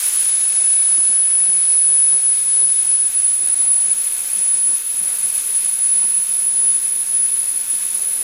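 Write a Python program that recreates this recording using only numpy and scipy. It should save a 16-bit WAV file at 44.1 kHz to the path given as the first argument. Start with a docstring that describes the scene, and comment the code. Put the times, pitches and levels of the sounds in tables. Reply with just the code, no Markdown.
"""A burst of bright hiss comes first: a standing steam locomotive vents steam outdoors, loudest at the start.
The hiss is noise coloured by the vent pipe. A very high whistle at the valve lip is a swept sine mixed with
narrow noise: breathy as it starts, soon almost pure, later wavering and breathy again.
Low noise that swells in puffs and a steady roar lie wide across the stereo field."""
import sys
import numpy as np
from scipy import signal
from scipy.io import wavfile
from scipy.ndimage import uniform_filter1d

SR = 44100
rng = np.random.default_rng(int(sys.argv[2]) if len(sys.argv) > 2 else 0)


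def to_wav(sig):
    """Store sig (one row per channel, or 1-D mono) as 16-bit WAV at the path in sys.argv[1].

    Samples outside -1..1 are clipped; the rate is SR.
    """
    pcm = np.clip(np.atleast_2d(sig), -1, 1) * 32767
    pcm = np.round(pcm).astype(np.int16)
    wavfile.write(sys.argv[1], SR, pcm.T)  # frames by channels


def invert_db(level):
    """Linear amplitude ratio for a level in decibels (20 dB per decade), elementwise."""
    return 10 ** (np.asarray(level, dtype=float) / 20)


N = 362935
BASE_HZ = 10000   # the pitches of the whistle and its lower mode are counted from here

# course of the whistle: start_s, level_db (before falters and final gain), above_base_hz,
# slip_hz (depth of the downward slips)
WHISTLE_COURSE = [(0, -22, 125, 16), (.2, -19, 130, 6), (.6, -16, 133, 2.6), (.96, -15, 134, 2.9),
                  (1.55, -16, 141, 2.9), (2.1, -14.5, 153, 3), (2.42, -16, 172, 3.3),
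                  (2.62, -15.5, 159.8, 5.1), (2.78, -17, 178.3, 24.1), (3.03, -16.5, 157.5, 10.9),
                  (3.17, -17.5, 217.6, 21), (3.45, -16.5, 216.2, 32.07), (3.7, -16, 240, 25),
                  (4.0, -20, 240, 11), (4.25, -25, 250, 25), (4.45, -17.5, 248, 15.9),
                  (4.71, -16.5, 250, 13.8), (5.05, -19, 225, 24.6), (5.35, -22.5, 243, 35.4),
                  (5.6, -20, 255, 23.6), (6.03, -17, 268, 18.8), (6.4, -19.5, 269.7, 17.7),
                  (6.65, -16, 287, 14.3), (6.92, -21, 278, 17.1), (7.19, -17, 297, 19), (7.4, -21, 276, 25),
                  (7.7, -23, 272, 27), (8.23, -21.5, 268, 28.6)]
# moments when the lower mode flares and the whistle's own tone gives way: centre_s, gain_db, half_length_s
LOWER_MODE_FLARES = [(3.197, 4.5, 0.039), (3.473, 15, 0.1), (3.654, 1, 0.036), (3.911, 26, 0.065),
                     (4.22, 11.5, 0.23), (4.57, 4.5, 0.068), (5.05, 4, 0.12), (5.375, 6.5, .15),
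                     (7.5, -1, 0.12)]


def rms_one(x):
    """Scales a sound to an average strength (rms) of 1."""
    return x / np.sqrt(np.mean(x ** 2) + 1e-20)


def in_time(rows):
    """Draws each column of a table as a curve over time, one value per sample."""
    seconds, *columns = np.transpose(rows)
    return [np.interp(np.arange(N) / SR, seconds, column) for column in columns]


def at_hz(points, hz):
    """Reads a spectrum table at a frequency, in between its rows on a log scale."""
    table_hz, values = np.array(points).T[:2]
    return np.interp(np.log(hz), np.log(table_hz + 1e-9), values)


def fading(seconds):
    """Decays exponentially from 1 at the start."""
    return np.exp(-np.arange(N) / SR / seconds)


def bumps(centre_s, heights, half_s):
    """Adds up smooth rises and falls around given moments."""
    t = np.arange(0, N, 40) / SR
    away = (t - np.reshape(centre_s, (-1, 1))) / np.reshape(half_s, (-1, 1))
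    return np.interp(np.arange(N) / SR, t, np.dot(heights, np.exp(-2 * away ** 2)))


def drift(rate_hz):
    """Wanders by chance with spread 1: noise at every 40th sample through two equal one-pole low-passes."""
    r = np.exp(-80 * np.pi * rate_hz / SR)
    white = rng.standard_normal(N // 40 + 2002)
    slow = signal.lfilter([1], [1, -2 * r, r * r], white)[2000:]   # leave out the filter's run-up
    return np.interp(np.arange(N) / 40, np.arange(len(slow)), rms_one(slow))


def narrow_noise(phase, rate_hz):
    """Makes narrow noise around a running phase by letting its sine and cosine wander; rms about 1."""
    return drift(rate_hz) * np.sin(phase) + drift(rate_hz) * np.cos(phase)


def resonance(x, hz, width_hz):
    """Rings at one frequency: a two-pole band filter with gain 1 on top."""
    r = np.exp(-np.pi * width_hz / SR)
    top = (1 - r * r) / 2 * np.array([1, 0, -1])
    return signal.lfilter(top, [1, -2 * r * np.cos(2 * np.pi * hz / SR), r * r], x)


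def banded_noise(spectrum, likeness, edges, shared_db, shared_rate, own_db):
    """Adds bands of stereo noise, each with its level, flicker, likeness and balance; rms 1."""
    # left-right balance: pitch_hz, left_over_right_db
    balance = [(60, 1.5), (240, 6), (950, 1), (3750, 2), (14900, -1)]
    out, together = 0, drift(shared_rate)
    white = rng.standard_normal((2, 2, N))   # neighbouring bands get unrelated noise
    for k, (low, high) in enumerate(zip(edges, edges[1:])):
        band = signal.butter(2, [low, high], "band", fs=SR, output="sos")
        mid, side = signal.sosfilt(band, white[k % 2])
        hz = np.sqrt(low * high)
        alike = np.clip(at_hz(likeness, hz), -1, 1)   # 1: same in both channels, -1: opposite
        stereo = np.sqrt(1 + alike) * mid + np.sqrt(1 - alike) * side * [[1], [-1]]
        gain = invert_db(at_hz(spectrum, hz) + shared_db * together + own_db * drift(9.5))
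        lean = invert_db(at_hz(balance, hz) / 2 * np.array([[1], [-1]]))
        out = out + gain * lean * stereo
    return rms_one(out)


def jet():
    """Makes the smooth bright hiss of steam, lifted at the vent pipe's resonances, thinned at its cancellations."""
    # steam flow heard as hiss: start_s, level_db (before the gains that follow)
    flow = [(0, -26), (.15, -28), (.35, -31.5), (.8, -33), (1.25, -35), (2.6, -35), (3.7, -35.5),
            (4.3, -33.3), (4.6, -36), (5.45, -33), (6.15, -35.5), (7.25, -36), (7.85, -34), (8.23, -34.5)]
    # colour of the hiss: pitch_hz, relative_level_db
    hiss_colour = [(300, -15.5), (700, -14), (1200, -10.5), (1800, -6.5), (2600, -6.5), (4000, -6.5),
                   (6000, -6), (7000, -2), (8600, 1.5), (9700, 2), (10500, 3.5), (11500, -4.5), (12300, -1),
                   (14000, -5), (15500, -16.5)]
    # left-right likeness of the hiss: pitch_hz, likeness (-1 to 1)
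    hiss_likeness = [(500, 0.14), (1400, 1), (3000, 0.82), (6800, 1), (15000, 0.99)]
    # vent pipe resonances: pitch_hz, width_hz, added_db (full strength, once settled)
    pipe_lifts = [(2580, 100, -1.5), (3550, 200, -8), (7330, 210, -13.5), (10280, 366, 3.5),
                  (12210, 510, 1)]
    # cancellations in the pipe: pitch_hz, width_hz, level_db of what is taken away
    pipe_dips = [(1890, 210, -9), (2876, 78, -6), (6210, 160, -13.5)]
    early_db, settles_s = 9, 1.6   # the resonances are weaker at first
    wander_db = 0.31   # unevenness of the flow
    hiss = banded_noise(hiss_colour, hiss_likeness, np.geomspace(250, 16000, num=23),
                        shared_db=0.53, shared_rate=12.0, own_db=0.68)
    lifts = sum(invert_db(level_db) * resonance(hiss, hz, width_hz) for hz, width_hz, level_db in pipe_lifts)
    dips = sum(invert_db(level_db) * resonance(hiss, hz, width_hz) for hz, width_hz, level_db in pipe_dips)
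    coloured = rms_one(hiss + invert_db(-early_db * fading(settles_s)) * lifts - dips)
    flow_db = in_time(flow)[0] + wander_db * drift(1.4) + 4.0
    return invert_db(flow_db) * coloured


def whistle_db():
    """Follows the level of the whistle, with its brief falters."""
    # the whistle falters: centre_s, loss_db (below zero: a gain), half_length_s
    falters = [(0.113, 9.5, 0.016), (0.294, -1, 0.017), (0.54, 3.5, .03), (0.636, 7, 0.0075),
               (0.883, 1.5, 0.061), (1.293, 1.5, 0.053), (1.63, 1, 0.063), (2.209, 4, .04),
               (2.427, 3.5, 0.15), (2.737, 1.5, 0.045), (2.986, 3, 0.039), (3.116, 11, 0.04),
               (3.234, -0.5, .04), (3.34, 1.5, 0.044), (3.591, 1, 0.047), (4.62, 1, 0.037),
               (4.825, 11, 0.076), (4.93, 5.5, 0.055), (5.147, 5, 0.061), (5.44, 4.5, 0.043),
               (5.747, 3.5, 0.059), (6.262, 4.5, 0.049), (6.52, 2.5, .04), (6.813, 5, 0.031),
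               (6.93, -3, 0.01), (7.06, 8.5, 0.04), (7.29, 1.5, 0.048), (7.65, 3, .06),
               (7.826, -0.5, 0.044), (7.904, 2, .03), (8.184, 3.5, 0.02)]
    return in_time(WHISTLE_COURSE)[0] - bumps(*np.transpose(falters))


def breathy_share():
    """Gives the noise share of the whistle, 0-1: more when it is weak, when it slips and in the opening burst."""
    clear_db, per_db, per_slip_hz = -14.5, 0.0366, 0.0065
    opening_share, burst_s = 0.34, 0.54
    level_db, _, slip_hz = in_time(WHISTLE_COURSE)
    share = per_db * (clear_db - level_db) + per_slip_hz * slip_hz + opening_share * fading(burst_s)
    return np.clip(share, 0, 1)


def whistle_phase(below_hz, slips):
    """Runs the whistle's phase along; turbulence makes the pitch slip down more than up."""
    _, above_hz, slip_hz = in_time(WHISTLE_COURSE)
    return 2 * np.pi * np.cumsum(BASE_HZ + above_hz - below_hz - slip_hz * slips) / SR


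def lower_mode():
    """Makes a narrow unsteady tone, mostly pitched under the whistle, that grows with its slips and breath."""
    base_db, db_per_decade, breath_db = -34.5, 9, 10   # relative to the whistle
    above_hz, rise_hz, rise_s = 196.3, 140.6, 3.0   # it climbs to its pitch
    slip_hz = in_time(WHISTLE_COURSE)[2]
    slipping_db = db_per_decade * np.log10(np.maximum(slip_hz, 1))
    flare_db = bumps(*np.transpose(LOWER_MODE_FLARES))
    relative_db = base_db + slipping_db + breath_db * breathy_share() + flare_db
    hz = BASE_HZ + above_hz - rise_hz * fading(rise_s)
    return invert_db(relative_db) * narrow_noise(2 * np.pi * np.cumsum(hz) / SR, 34.0)


def whistle():
    """Sounds a self-sustained tone at the valve lip, partly broken into narrow noise hanging just under it."""
    waver_hz, breath_rate_hz, breath_below_hz = 45.2, 110, 20
    flutter_db, flutter_db_per_slip_hz = 0.5, 0.059   # slipping pitch shakes the level too
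    flare_takes = 0.27   # dB the tone loses per dB of the lower mode's flares
    lean_db, lean_wander_db = 0.5, 0.67   # left over right
    breathy = breathy_share()
    slips = np.exp(0.6 * np.clip(drift(waver_hz), -3, 2.5)) - 1   # reaches further down in pitch than up
    shake_db = (flutter_db + flutter_db_per_slip_hz * in_time(WHISTLE_COURSE)[2]) * drift(36)
    taken_db = flare_takes * bumps(*np.transpose(LOWER_MODE_FLARES))
    tone = np.sqrt(2) * np.sin(whistle_phase(0, slips)) * invert_db(shake_db - taken_db)
    breath = narrow_noise(whistle_phase(breath_below_hz, 0), breath_rate_hz)
    direct = np.sqrt(1 - breathy ** 2) * tone + breathy * breath + lower_mode()
    # sound scattered off boiler and ground arrives opposite in the two channels
    scattered = invert_db(-20.5) * narrow_noise(whistle_phase(0, 0), 12) * [[1], [-1]]
    lean = invert_db((lean_db + lean_wander_db * drift(1.5)) / 2 * [[1], [-1]])
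    return invert_db(whistle_db()) * (direct * lean + scattered)


def rumble_db():
    """Sets puffs on a level that starts weak, builds up and shares the swings of the whistle."""
    # the rumble puffs: centre_s, gain_db
    puff_times = [(1.03, 5.5), (1.18, 2), (1.5, 3.5), (1.75, 1.5), (1.92, 3.5), (2.15, 5), (2.28, 4),
                  (2.61, 6), (2.88, 3.5), (3.03, 2), (3.4, 2), (3.68, 4), (4.39, 4), (4.51, 2),
                  (4.711, 3.5), (5.03, 2), (5.26, 2.5), (6.01, 2), (6.62, 2), (7.14, 1.5), (7.96, 4.5),
                  (8.22, 4)]
    base_db, late_db, late_s = -48.5, 8.5, 0.28
    follows_quick, follows_slow = 0.78, 0.33   # shares of the whistle's quick and slow swings
    puff_half_s, wander_db = 0.089, 0.74
    level_db = whistle_db()
    slow_db = uniform_filter1d(level_db, size=SR)
    swings_db = follows_quick * (level_db - slow_db) + follows_slow * (slow_db - slow_db.mean())
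    centre_s, gain_db = np.transpose(puff_times)
    puffs_db = bumps(centre_s, gain_db, puff_half_s)
    return base_db - late_db * fading(late_s) + swings_db + puffs_db + wander_db * drift(1.7)


def rumble():
    """Makes lumpy low puffs over a steady firebox roar, both mostly opposite in the two channels."""
    # colour of the puffs: pitch_hz, relative_level_db
    puff_colour = [(25, -30), (60, -16), (110, -8), (220, -1), (400, -3), (700, -5.5), (1100, -10.5)]
    # colour of the roar: pitch_hz, relative_level_db
    roar_colour = [(150, -5.5), (400, -3.5), (800, -2), (1300, -5), (2200, 2), (3200, -15)]
    # left-right likeness of both: pitch_hz, likeness (-1 to 1)
    low_likeness = [(60, -0.46), (300, -0.7), (1500, -0.21)]
    puffs = banded_noise(puff_colour, low_likeness, np.geomspace(20, 1300, num=11),
                         shared_db=1.0, shared_rate=27.0, own_db=2.5)
    roar = banded_noise(roar_colour, low_likeness, np.geomspace(120, 3200, num=9),
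                        shared_db=-2.0, shared_rate=2.7, own_db=-0.1)
    return invert_db(rumble_db()) * puffs + invert_db(-49) * roar


def scene():
    """Puts the whistle near the centre, with hiss and rumble around it."""
    return jet() + whistle() + rumble()


def microphone_bend(x):
    """Bends the sound by a square law, as microphones do a little: the whistle's unevenness becomes a low mutter."""
    bend_db, low_hz, high_hz, right_share = -9, 95, 190, -0.47   # the right is opposite and weaker
    band = signal.butter(2, [low_hz, high_hz], "band", fs=SR, output="sos")
    squared = x ** 2 - np.mean(x[:, :2000] ** 2)   # starts near zero, so the filter does not thump
    return invert_db(bend_db) * signal.sosfilt(band, squared) * [[1], [right_share]]


def treble_gate(x):
    """Measures the whistle's band frame by frame and mutes the treble bands that it drowns, patch by patch."""
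    # treble bands that drop out: low_hz, high_hz, shut_db (whistle level that shuts them),
    # scatter_db (spread of each of two chance shifts)
    dropouts = [(9100, 9500, -14.9, .7), (9500, 10000, -15.4, .8), (10350, 10650, -17.5, .8),
                (10650, 11600, -18.7, .7), (11600, 12600, -16.9, .9), (12600, 13800, -16.9, 1.0),
                (13800, 15000, -17.6, 1.5), (15000, 15600, -21, 2.)]
    hz, s, frames = signal.stft(x, SR, nperseg=2048)
    tone = (hz > 10000) & (hz < 10350)
    power = np.sum(np.abs(frames[:, tone].mean(axis=0)) ** 2, axis=0) * 4 / 3
    tone_db = 10 * np.log10(uniform_filter1d(power, size=3) + 1e-12)
    whole = rng.standard_normal((len(dropouts), len(s)))   # one chance per band and frame
    patch = rng.standard_normal((len(hz) // 12 + 1, len(s)))   # one chance per 12 neighbouring bins
    patch = np.repeat(patch, 12, axis=0)[:len(hz)]
    for (low_hz, high_hz, shut_db, scatter_db), chance in zip(dropouts, whole):
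        band = (hz >= low_hz) & (hz < high_hz)
        excess_db = tone_db - shut_db + scatter_db * (chance + patch[band])
        frames[:, band] *= 1 / (1 + np.exp(np.clip(8 * excess_db, -30, 30)))
    return signal.istft(frames, SR, nperseg=2048)[1][:, :N]


def top_cut(x):
    """Nothing passes above the cut-off."""
    return signal.sosfilt(signal.butter(12, 15490, fs=SR, output="sos"), x)


def record(dry):
    """Adds the slight bend, a final gain, a narrow notch in the treble and a gate on the drowned bands."""
    gain_db, notch_hz, notch_width_hz = 2.0, 7850, 200
    bent = invert_db(gain_db) * (dry + microphone_bend(dry))
    notch = signal.iirnotch(notch_hz, notch_hz / notch_width_hz, fs=SR)
    notched = signal.lfilter(*notch, bent)
    return top_cut(treble_gate(notched))


dry = scene()
out = record(dry)
to_wav(out)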